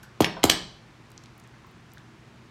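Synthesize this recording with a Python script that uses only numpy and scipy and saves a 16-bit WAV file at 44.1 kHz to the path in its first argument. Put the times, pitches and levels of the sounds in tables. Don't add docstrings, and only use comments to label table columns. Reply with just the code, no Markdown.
import sys
import numpy as np
from scipy import signal
from scipy.fft import rfft, irfft
from scipy.io import wavfile

SR = 44100
rng = np.random.default_rng(int(sys.argv[2]) if len(sys.argv) > 2 else 0)


def output_pcm(signal):
    pcm = np.clip(np.atleast_2d(signal).T, -1, 1) * 32767
    wavfile.write(sys.argv[1], SR, np.round(pcm).astype(np.int16))


N = 110250
T = np.arange(N) / SR
FREQS = np.maximum(np.arange(N // 2 + 1) * SR / N, 1)


def undb(db):
    return 10 ** (np.asarray(db) / 20)


def unit(x):
    return x / np.sqrt(np.sum(x ** 2))


def curve(points, hz=FREQS):
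    p = np.array(points)
    return np.interp(np.log(hz), np.log(p[:, 0]), p[:, 1])


def colour(x, gain):
    cepstrum = irfft(np.log(gain + 1e-5), N)
    cepstrum[1:N // 2] *= 2
    cepstrum[N // 2 + 1:] = 0
    response = np.exp(rfft(cepstrum))
    return irfft(rfft(x) * response, N)


def delay(x, s):
    silence = np.zeros(max(int(s * SR), 0))
    return np.concatenate([silence, x])[:N]


def fade(t60):
    return np.exp(-np.log(1000) * T / t60)


def soften(hz, cut_hz):
    return 1 / np.sqrt(1 + (hz / cut_hz) ** 4)


def burst(t60, gain):
    noise = rng.standard_normal(N) * fade(t60)
    return unit(colour(noise, gain))


def ring(modes):
    turns = rng.random(len(modes))
    total = np.zeros(N)
    for (hz, db, t60), turn in zip(modes, turns):
        total += undb(db) * fade(t60) * np.sin(2 * np.pi * (hz * T + turn))
    return unit(total)


# (frequency [Hz], relative density [dB per Hz])
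AIR_SPECTRUM = [(24, -39), (40, -10), (91, -9), (124, -3.5), (204, -8), (237, -5.5), (262, -16), (320, -9),
                (503, -19.5), (1040, -17), (1340, -19.5), (1590, -20), (2000, -21), (6650, -35),
                (16000, -55.5)]
AIR_DB = -52
# (frequency [Hz], RMS level [dB])
MAINS_HUM = [(120, -57.5), (240, -70)]


def room_tone():
    noise = rfft(rng.standard_normal(N))
    air = unit(irfft(noise * undb(curve(AIR_SPECTRUM)), N)) * np.sqrt(N)
    hum = np.zeros(N)
    for hz, db in MAINS_HUM:
        hum += undb(db) * np.sqrt(2) * np.sin(2 * np.pi * (hz * T + rng.random()))
    return undb(AIR_DB) * air + hum


# (time [s], crack level [dB], contact cut-off [Hz], sizzle [dB], crack t60 [s],
#                  case ring level [dB], lid ring level [dB], small parts ring level [dB])
METAL_CONTACTS = [(0.0297, -26.5, 14000, 0.5, 0.089, -33.5, -38, -32.5),
                  (0.2047, -3, 9000, -4, .022, -14, -28, -20.5),
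                  (0.208, -1.5, 15000, 2, .014, -17, -33, -9),
                  (0.221, -2, 4500, -2.5, 0.048, -18, -27.5, -29.5),
                  (0.2445, 6.5, 3930, -10.5, 0.021, -18, -8, -18.5),
                  (0.4318, 1.5, 4500, -3, .035, -21, -19.5, -24),
                  (0.4395, 10, 14600, 4.5, 0.016, -10.5, -19, -11.5),
                  (0.4963, 1.5, 8000, -9, .015, -15, -26.5, -14.5),
                  (0.4985, 13.5, 7700, -1, 0.015, 1.5, -5, -27.5),
                  (0.5184, -2.5, 8000, -5.5, 0.03, -21, -24, -20)]
# (frequency [Hz], relative level [dB])
CONTACT_SPECTRUM = [(100, -3.5), (400, -10), (1000, -10), (1500, -3.5), (2100, 0.5), (2600, -1),
                    (3100, 4.5), (3600, -2.5), (4200, -1), (5600, -3), (6500, -0.5), (7900, -5), (8900, -7),
                    (10500, -11), (11700, -3), (13000, -9), (16000, -14.5)]
SIZZLE_HZ = 5860
# (frequency [Hz], relative level [dB], t60 [s])
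CASE_RESONANCES = [(1760, -11, .33), (2180, -7, .34), (2433, -9, .36), (3047, -7, .26), (3213, -8, .28),
                   (3553, -9, .38), (4152, -4, .3), (4380, -6, .22), (4707, 1, .37), (5040, -6, .3),
                   (5875, -10, .3), (6562, -2, .2), (7801, -4, .3), (8186, 0, .23), (11870, -13, .2),
                   (12560, -14, .14)]
# (frequency [Hz], relative level [dB], t60 [s])
LID_RESONANCES = [(5385, -11, .36), (5408, 0, .35), (8192, -13, .17), (10478, -9, .15), (12580, -14, .08),
                  (14150, -12, .1)]
# (frequency [Hz], relative level [dB], t60 [s])
PART_RESONANCES = [(6830, 0, .035), (8900, -9, .05), (10470, -5, .09), (11650, -6, .06), (12500, -2, .08),
                   (12780, -6, .05)]


def lighter():
    cracks, rings = np.zeros(N), np.zeros(N)
    case, lid, parts = ring(CASE_RESONANCES), ring(LID_RESONANCES), ring(PART_RESONANCES)
    for s, db, cut_hz, sizzle_db, t60, case_db, lid_db, parts_db in METAL_CONTACTS:
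        tilt_db = sizzle_db * (-1 - soften(FREQS, SIZZLE_HZ) ** 2)
        gain = undb(curve(CONTACT_SPECTRUM) + tilt_db) * soften(FREQS, cut_hz)
        cracks += delay(undb(db) * burst(t60, gain), s)
        ringing = undb(case_db) * case + undb(lid_db) * lid + undb(parts_db) * parts
        rings += delay(ringing, s)
    return cracks, rings


# (centre frequency [Hz], t60 [s], relative level [dB])
REVERB_BANDS = [(45, .9, 1), (90, 0.95, -20), (172, 0.47, -3), (270, .45, -12.5), (700, .48, -7.5),
                (1400, 0.39, -1.5), (2200, .43, -8.5), (3000, 0.51, -10), (4500, 0.52, -6),
                (6300, 0.48, -13.5), (8200, 0.45, -16), (12000, .23, -13), (16000, 0.21, -10)]
ROOM_GAP_S, ROOM_BUILD_S = 0.00081, 0.0042


def room():
    noise = rfft(rng.standard_normal(N))
    centres = np.log([row[0] for row in REVERB_BANDS])
    build = np.clip((T - ROOM_GAP_S) / ROOM_BUILD_S, 0, 1)
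    tail = np.zeros(N)
    for (hz, t60, db), share in zip(REVERB_BANDS, np.eye(len(REVERB_BANDS))):
        band = irfft(noise * np.interp(np.log(FREQS), centres, share), N)
        tail += undb(db) * band * unit(build * fade(t60))
    return tail


# (time [s], level [dB], centre frequency [Hz], width [octaves], t60 [s])
FINGER_TICKS = [(0.0315, -22, 1560, 0.22, 0.12), (.3665, -7.5, 695, 1.15, 0.128),
                (1.1035, -40, 9000, 1.2, .005), (1.117, -32.5, 5860, 1.2, .012),
                (1.1776, -21, 5100, 0.6, 0.0091), (1.2372, -29.5, 4930, 0.82, 0.015),
                (1.2586, -29, 3900, 0.9, .011), (1.379, -37, 10000, .8, .006),
                (1.398, -33, 6500, 1.2, .025), (1.438, -40, 7000, 0.47, 0.023),
                (1.445, -29, 1640, 0.89, 0.066), (1.475, -39.5, 7400, 0.9, 0.0053),
                (1.535, -27.5, 1420, 0.83, 0.13), (1.644, -27, 1050, .4, .015),
                (1.667, -44, 14550, .15, 0.019), (1.713, -46, 13000, .6, .004),
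                (1.918, -35, 6010, 0.66, .008), (1.9354, -30.5, 11300, 0.74, 0.0044),
                (1.9722, -24, 1650, 0.32, .008), (1.981, -29, 4230, 1.02, .014)]


def fingers():
    ticks = np.zeros(N)
    for s, db, hz, width, t60 in FINGER_TICKS:
        octaves = np.log2(FREQS / hz)
        gain = 1 / (1 + (octaves / width) ** 2 / 6) ** 8
        ticks += undb(db) * delay(burst(t60, gain), s)
    return ticks


# (delay [s], level relative to the crack [dB])
NEAR_REFLECTIONS = [(.0115, -16.5), (.0155, -14), (.0215, -20)]


def reflections(cracks):
    return sum(undb(db) * delay(cracks, s) for s, db in NEAR_REFLECTIONS)


# (time [s], level [dB], rim echo delay [s],
#                         rim echo relative to the landing [dB], ringing relative to the landing [dB])
LANDINGS = [(0.2045, 14.5, 0.0095, -10, -9.5), (0.4394, 13.5, .0112, -10, -7),
            (0.5298, -5.5, .011, -11.5, -5)]
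# (frequency [Hz], relative level [dB])
BOARD_SPECTRUM = [(30, -24), (65, -12), (120, -4.5), (200, -4), (330, 2.5), (520, -5.5), (800, -5.5),
                  (1200, -16), (2000, -34), (5000, -52)]
# (frequency [Hz], relative level [dB], t60 [s])
TABLE_RESONANCES = [(166, -8, .5), (198, -7, .45), (321, 0, .33), (390, -8, .3), (411, -8, .3),
                    (597, -12, .3), (726, -11, .4), (800, -10, .3), (1021, -15, .35)]
BEND_DELAY_S, BEND_POWER, BEND_HZ = .0047, 1.08, 330


def board():
    lag = BEND_DELAY_S * (BEND_HZ / np.maximum(FREQS, 50)) ** BEND_POWER
    phase = 2 * np.pi * np.cumsum(lag) * SR / N
    spectrum = undb(curve(BOARD_SPECTRUM)) * np.exp(-1j * phase)
    wave = unit(irfft(spectrum, N) * (T < 1))
    swell = np.minimum(T / BEND_DELAY_S, 1)
    thumps = np.zeros(N)
    for s, db, echo_s, echo_db, ring_db in LANDINGS:
        rim_echo = undb(echo_db) * delay(wave, echo_s)
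        ringing = undb(ring_db) * swell * ring(TABLE_RESONANCES)
        thumps += undb(db) * delay(wave + rim_echo + ringing, s)
    return thumps


RING_ROOM_DB, BOARD_ROOM_DB, TICK_ROOM_DB = -10, -1, -0.5


def scene():
    wood, (cracks, rings), ticks = board(), lighter(), fingers()
    sent = cracks + undb(RING_ROOM_DB) * rings
    sent += undb(BOARD_ROOM_DB) * wood + undb(TICK_ROOM_DB) * ticks
    tail = signal.fftconvolve(sent, room())[:N]
    direct = wood + cracks + rings + ticks
    return (direct + reflections(cracks) + tail + room_tone())[None]


LOW_HZ, TOP_HZ = 32, 15900


def record(dry):
    rounded = dry / (1 + dry ** 4) ** .25
    bass_cut = signal.butter(2, LOW_HZ, "high", fs=SR, output="sos")
    top_cut = signal.ellip(10, .2, 80, TOP_HZ, fs=SR, output="sos")
    return signal.sosfilt(top_cut, signal.sosfilt(bass_cut, rounded))


dry = scene()
out = record(dry)
output_pcm(out)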